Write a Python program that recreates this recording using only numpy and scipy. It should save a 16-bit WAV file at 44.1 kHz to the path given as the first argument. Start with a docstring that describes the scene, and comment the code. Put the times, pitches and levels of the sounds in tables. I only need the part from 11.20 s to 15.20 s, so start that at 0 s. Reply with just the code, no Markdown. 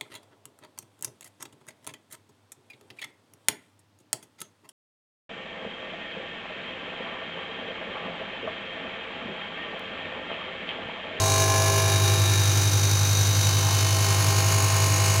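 """A rasping buzz comes first: a lens edger is grinding the rim of a spectacle lens on a wet wheel.
The wheel spins about fifty times a second, and the same grit passes under the lens on every turn.
The cut is heavy at first, then lightens, and different ringing notes swell as the lens slowly turns.
Underneath, two motor hums throb against each other and cooling water hisses."""
import sys
import numpy as np
from scipy import signal
from scipy.fft import rfft, irfft
from scipy.io import wavfile

SR = 44100
rng = np.random.default_rng(int(sys.argv[2]) if len(sys.argv) > 2 else 0)


def master(y):
    """Save y as 16-bit WAV."""
    cut = np.clip(np.atleast_2d(y).T, -1, 1)
    pcm = np.round(cut * 32767)  # scale
    wavfile.write(sys.argv[1], SR, pcm.astype(np.int16))


N = 176400
T = np.arange(N) / SR
BINS_HZ = np.arange(N // 2 + 1) * SR / N


def from_db(db):
    """Turn decibels into a factor to multiply by."""
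    return 10 ** (np.asarray(db) / 20)


def unit_power(x):
    """Scale a sound to an average power of one."""
    return x / np.sqrt(np.mean(x ** 2) + 1e-20)


def in_time(rows):
    """Join (time, value) points with straight lines."""
    return np.interp(T, *np.transpose(rows))


def colour(x, points):
    """Turn the lows and highs of a sound up or down; unit power."""
    hz, db = np.transpose(points)
    gain = from_db(np.interp(np.log(np.maximum(BINS_HZ, 1)), np.log(hz), db))
    return unit_power(irfft(rfft(x) * gain, N))


def drift(hz):
    """A random wobble, mostly slower than hz; unit power."""
    return unit_power(irfft(rfft(rng.standard_normal(N)) / (1 + (BINS_HZ / hz) ** 2), N))


def wavering_tone(cycles, depth=0.22):
    """A pure tone whose level and phase wander a little."""
    waver = 1 + depth * (drift(hz=10.7) + 1j * drift(hz=3.6))
    return unit_power(np.real(waver * np.exp(2j * np.pi * cycles)))


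# Tone colour of the drive and the water: f/Hz, level/dB
WASH_COLOUR = [(25, -19), (50, -19), (90, 10), (150, -1.5), (205, 1), (235, -8), (275, -7), (380, -1.5),
               (465, -7.5), (510, -0.5), (670, -11), (810, 0.5), (920, -2), (1200, -3.5), (2000, -10.5),
               (2800, -11), (3250, -8.5), (4000, -8.5), (6000, -10.5), (8500, -16), (15500, -21.5)]
def drive_and_water():
    """The drive rumbles and the cooling water hisses evenly."""
    return from_db(-33.5) * colour(rng.standard_normal(N), WASH_COLOUR)


# The two strong motor hums: f/Hz, base level/dB
MOTOR_HUMS = [(99.617, -21.5), (110.705, -33)]
# How both hums rise and fall: t/s, added level/dB
HUM_SWELL = [(0, -4), (.5, -3), (.9, 0), (1.4, -0.1), (2.8, -1.1), (4, -1)]
# Extra rise of the second hum: t/s, added level/dB
SECOND_HUM_SWELL = [(.6, -3), (.8, 0)]
# Faint motor tones: f/Hz, level/dB
FAINT_TONES = [(121.9, -42.5), (257.5, -53.5), (298.85, -46), (398.4, -46.5), (498.1, -57), (697.3, -57.5)]
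def motors(in_step_s=0.02347):
    """Two hums fall in and out of step eleven times a second; fainter tones waver above them."""
    first, second = (from_db(db) * np.sqrt(2) * np.cos(2 * np.pi * hz * (T - in_step_s))
                     for hz, db in MOTOR_HUMS)
    hums = first + second * from_db(in_time(SECOND_HUM_SWELL))
    tones = sum(from_db(db) * wavering_tone(hz * T + rng.random()) for hz, db in FAINT_TONES)
    return hums * from_db(in_time(HUM_SWELL)) + tones


# Tones of the shaft: cycles per turn, base level/dB, dB gained per dB of pressure
SHAFT_TONES = [(3, -39, 0), (7, -48, 0.78), (8, -46.5, 1.52), (9, -53.5, 1.9), (11, -54, 2.5), (10, -51, 0),
               (13, -40, 1.2), (16, -42, 1.06), (20, -51, 0.8), (21, -42, 1.6), (23, -46.5, 0.4)]
def shaft_chatter(turns, pressure_db):
    """The shaft shakes in step with the wheel; most of its tones grow under pressure."""
    return sum(from_db(db + follows * pressure_db) * wavering_tone(multiple * turns + rng.random())
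               for multiple, db, follows in SHAFT_TONES)


# High spots round the wheel: place/turns, width/turns, strength/dB
WHEEL_BUMPS = [(0.034, 0.063, 0), (0.21, 0.022, -1.5), (0.365, 0.031, -3.5), (.68, 0.096, -20.5)]
def bite(turns):
    """The wheel bites harder where it stands high."""
    return 1 + sum(from_db(db) * np.exp(-.5 * (((turns - place + .5) % 1 - .5) / width) ** 2)
                   for place, width, db in WHEEL_BUMPS)


def wheel_surface(turns, spread_db, size=4096, steps=10, overtones=330, kept=0.934):
    """The same grit comes round every turn, slowly changing as the lens moves across it."""
    angle = np.arange(size) / size
    state, out = rng.standard_normal((2, size)), 0
    for step in range(steps):
        # Most of the surface survives each step of wear.
        state = kept * state + np.sqrt(1 - kept ** 2) * rng.standard_normal((2, size))
        grit, unevenness = state
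        # Even out the overtones while keeping the grit bunched at the high spots.
        spectrum = rfft(grit * bite(angle))[:overtones]
        evened = irfft(spectrum / abs(spectrum), size)
        spectrum = rfft(evened * np.sqrt(bite(angle)))[:overtones]
        strength = from_db(spread_db * np.minimum(unevenness[:overtones], 2))  # some stand out
        surface = unit_power(irfft(strength * spectrum / abs(spectrum), size))
        fade = np.maximum(1 - abs(T / T[-1] * (steps - 1) - step), 0)
        out = out + fade * np.interp(turns % 1, angle, surface)
    return unit_power(out)


def knocks(turns, place_turns=.93, spread_db=2):
    """The edge of the first high spot knocks the lens once a turn, never equally hard."""
    samples_away = ((turns - place_turns + .5) % 1 - .5) / np.gradient(turns)
    return unit_power(np.sinc(samples_away) * from_db(spread_db * drift(hz=36)))


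# Tone colour of the shaking housing: f/Hz, level/dB
HOUSING_COLOUR = [(230, -40), (370, 8.5), (500, 7), (650, 8.5), (780, 9), (950, 6), (1120, 7), (1300, -26),
                  (3000, -28)]
def housing_shudder(push, chips, pressure_db):
    """Grit and chips shake the housing, far more under load."""
    return colour(push + 0.31 * chips, HOUSING_COLOUR) * from_db(-45 + 1.8 * pressure_db)


# Ringing notes of lens and clamp: f/Hz, width/Hz, peak level/dB, loudest at t/s, swell width/s
LENS_NOTES = [ (390, 53, -38.5, 0.85, 0.16), (1010, 470, -34.5, 2.5, .03), (1226, 660, -39, 3.5, 0.67),
              (1711, 24, -37.5, 0.4, 0.3), (1769, 45, -44, 1.09, 0.45), (1862, 47, -43, 3.4, .9),
              (2195, 77, -42, 3.64, 0.94), (2394, 160, -38.5, 0.58, 0.68), (2450, 280, -38.5, 3.48, 0.78),
              (2868, 54, -44, 0.64, 0.51), (2890, 82, -42.5, 3.5, .7), (3016, 52, -38.5, 2.65, 0.43),
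              (3830, 114, -34.5, 0.046, 0.27), (3820, 150, -35.5, 0.9, 0.3), (3777, 41, -37, 1.95, 0.93),
              (3866, 122, -37, 2.34, .8), (4295, 48, -38, 0.16, 0.4), (4320, 110, -42, 2.7, 1.4),
              (5210, 140, -41, 0.18, 0.79), (5183, 140, -43, 3.4, 1.1), (5880, 95, -36, 0.47, 0.42),
              (6044, 360, -33.5, 1.85, 0.74), (6520, 580, -31, 0.034, 0.4), (6610, 220, -33.5, 3.6, 0.53),
              (8000, 1800, -36, 0.045, 0.18), (7800, 200, -44, 3.9, 0.5), (8950, 50, -46, 3.33, 1.4),
              (9190, 94, -46.5, 1.4, 1.15), (10440, 170, -39, .44, 0.65), (10400, 270, -40, 3.3, 0.64),
              (12650, 140, -47, 2.1, .6), (13900, 320, -47, 3.3, .6)]
def lens_ringing(turns, push, flow, knock_share=0.43):
    """Rubbing and knocks ring the lens and clamp; each note is loudest at one place on the rim."""
    chip_noise = 0.38 * rng.standard_normal(N)
    rub = unit_power(flow * (push + chip_noise) * bite(turns) ** 0.39)  # pulses at the high spots
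    shaking = knock_share * knocks(turns) + (1 - knock_share) * rub
    out = 0
    for hz, width_hz, db, peak_s, swell_s in LENS_NOTES:
        band = signal.butter(2, [hz - width_hz / 2, hz + width_hz / 2], "band", fs=SR, output="sos")
        swell = np.exp(-.5 * ((T - peak_s) / swell_s) ** 2)
        out += unit_power(signal.sosfilt(band, shaking)) * from_db(db) * swell
    return out


# Tone colour of the chips: f/Hz, level/dB
CHIP_COLOUR = [(150, -2.5), (400, -1.5), (1100, -4), (2000, -2.5), (2900, -6), (3200, -10.5), (3500, -7.5),
               (4000, -1.5), (5500, -0.5), (6400, 6.5), (7000, 1), (8100, -8.5), (8700, -8.5), (9900, -3),
               (11800, -9.5), (13700, -10), (14600, -16)]
def chip_hiss(chips, pressure_db):
    """Tiny chips break away at random and make a hiss."""
    return colour(chips, CHIP_COLOUR) * from_db(-32.5 + 0.089 * pressure_db)


# Tone colour of the rasp: f/Hz, level/dB
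RASP_COLOUR = [(150, -21), (300, 1.5), (650, -5.5), (1100, -12), (1450, 4.5), (1950, -6), (2400, -2),
               (3000, -4.5), (3200, -4), (3450, -7.5), (3900, 0), (5500, -2.5), (6400, 1), (7100, -3),
               (8100, -9.5), (8700, -9), (9900, -8), (11300, -12), (13700, -8.5), (14600, -15)]
def grit_rasp(grit, pressure_db):
    """The scrape repeats with every turn, so it buzzes."""
    return colour(grit, RASP_COLOUR) * from_db(-32 + 0.049 * pressure_db)


def grinding(turns, pressure_db):
    """The wheel scrapes chips off the lens and shakes the lens, its clamp and the housing."""
    grit = wheel_surface(turns, spread_db=5)
    flow = from_db(1.07 * drift(hz=36) + 0.15 * drift(hz=9.8))  # no two turns shed the same amount
    chips = rng.standard_normal(N) * bite(turns) * flow
    chips = unit_power(chips * from_db(2 * drift(hz=660)))  # grains differ in size
    push = wheel_surface(turns, spread_db=2)  # the grit's force on lens and housing
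    return (housing_shudder(push, chips, pressure_db) + lens_ringing(turns, push, flow)
            + chip_hiss(chips, pressure_db) + grit_rasp(grit * flow, pressure_db))


# Wheel speed, dragged down at first by the heavy cut: t/s, speed/(turns per s)
WHEEL_SPEED = [(0, 49.9), (.25, 50.02), (.5, 50.09), (.85, 50.3), (4, 50.305)]
# How hard the lens presses on the wheel: t/s, level/dB
LENS_PRESSURE = [(0, 3.5), (.3, 5.5), (.6, 4), (.9, 0.5), (1.2, -4), (1.7, -7), (2.3, -4.5), (2.8, -0.5),
                 (3.4, 0.5), (4, 0)]
def scene():
    """The machine heard from just above its open chamber."""
    turns = np.cumsum(in_time(WHEEL_SPEED)) / SR
    pressure_db = in_time(LENS_PRESSURE)
    mix = grinding(turns, pressure_db) + shaft_chatter(turns, pressure_db) + motors() + drive_and_water()
    return mix[None]


def record(dry, cutoff_hz=15750):
    """The very highest treble is cut off steeply."""
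    return signal.sosfilt(signal.ellip(12, .1, 90, cutoff_hz, fs=SR, output="sos"), dry)


dry = scene()
out = record(dry)
master(out)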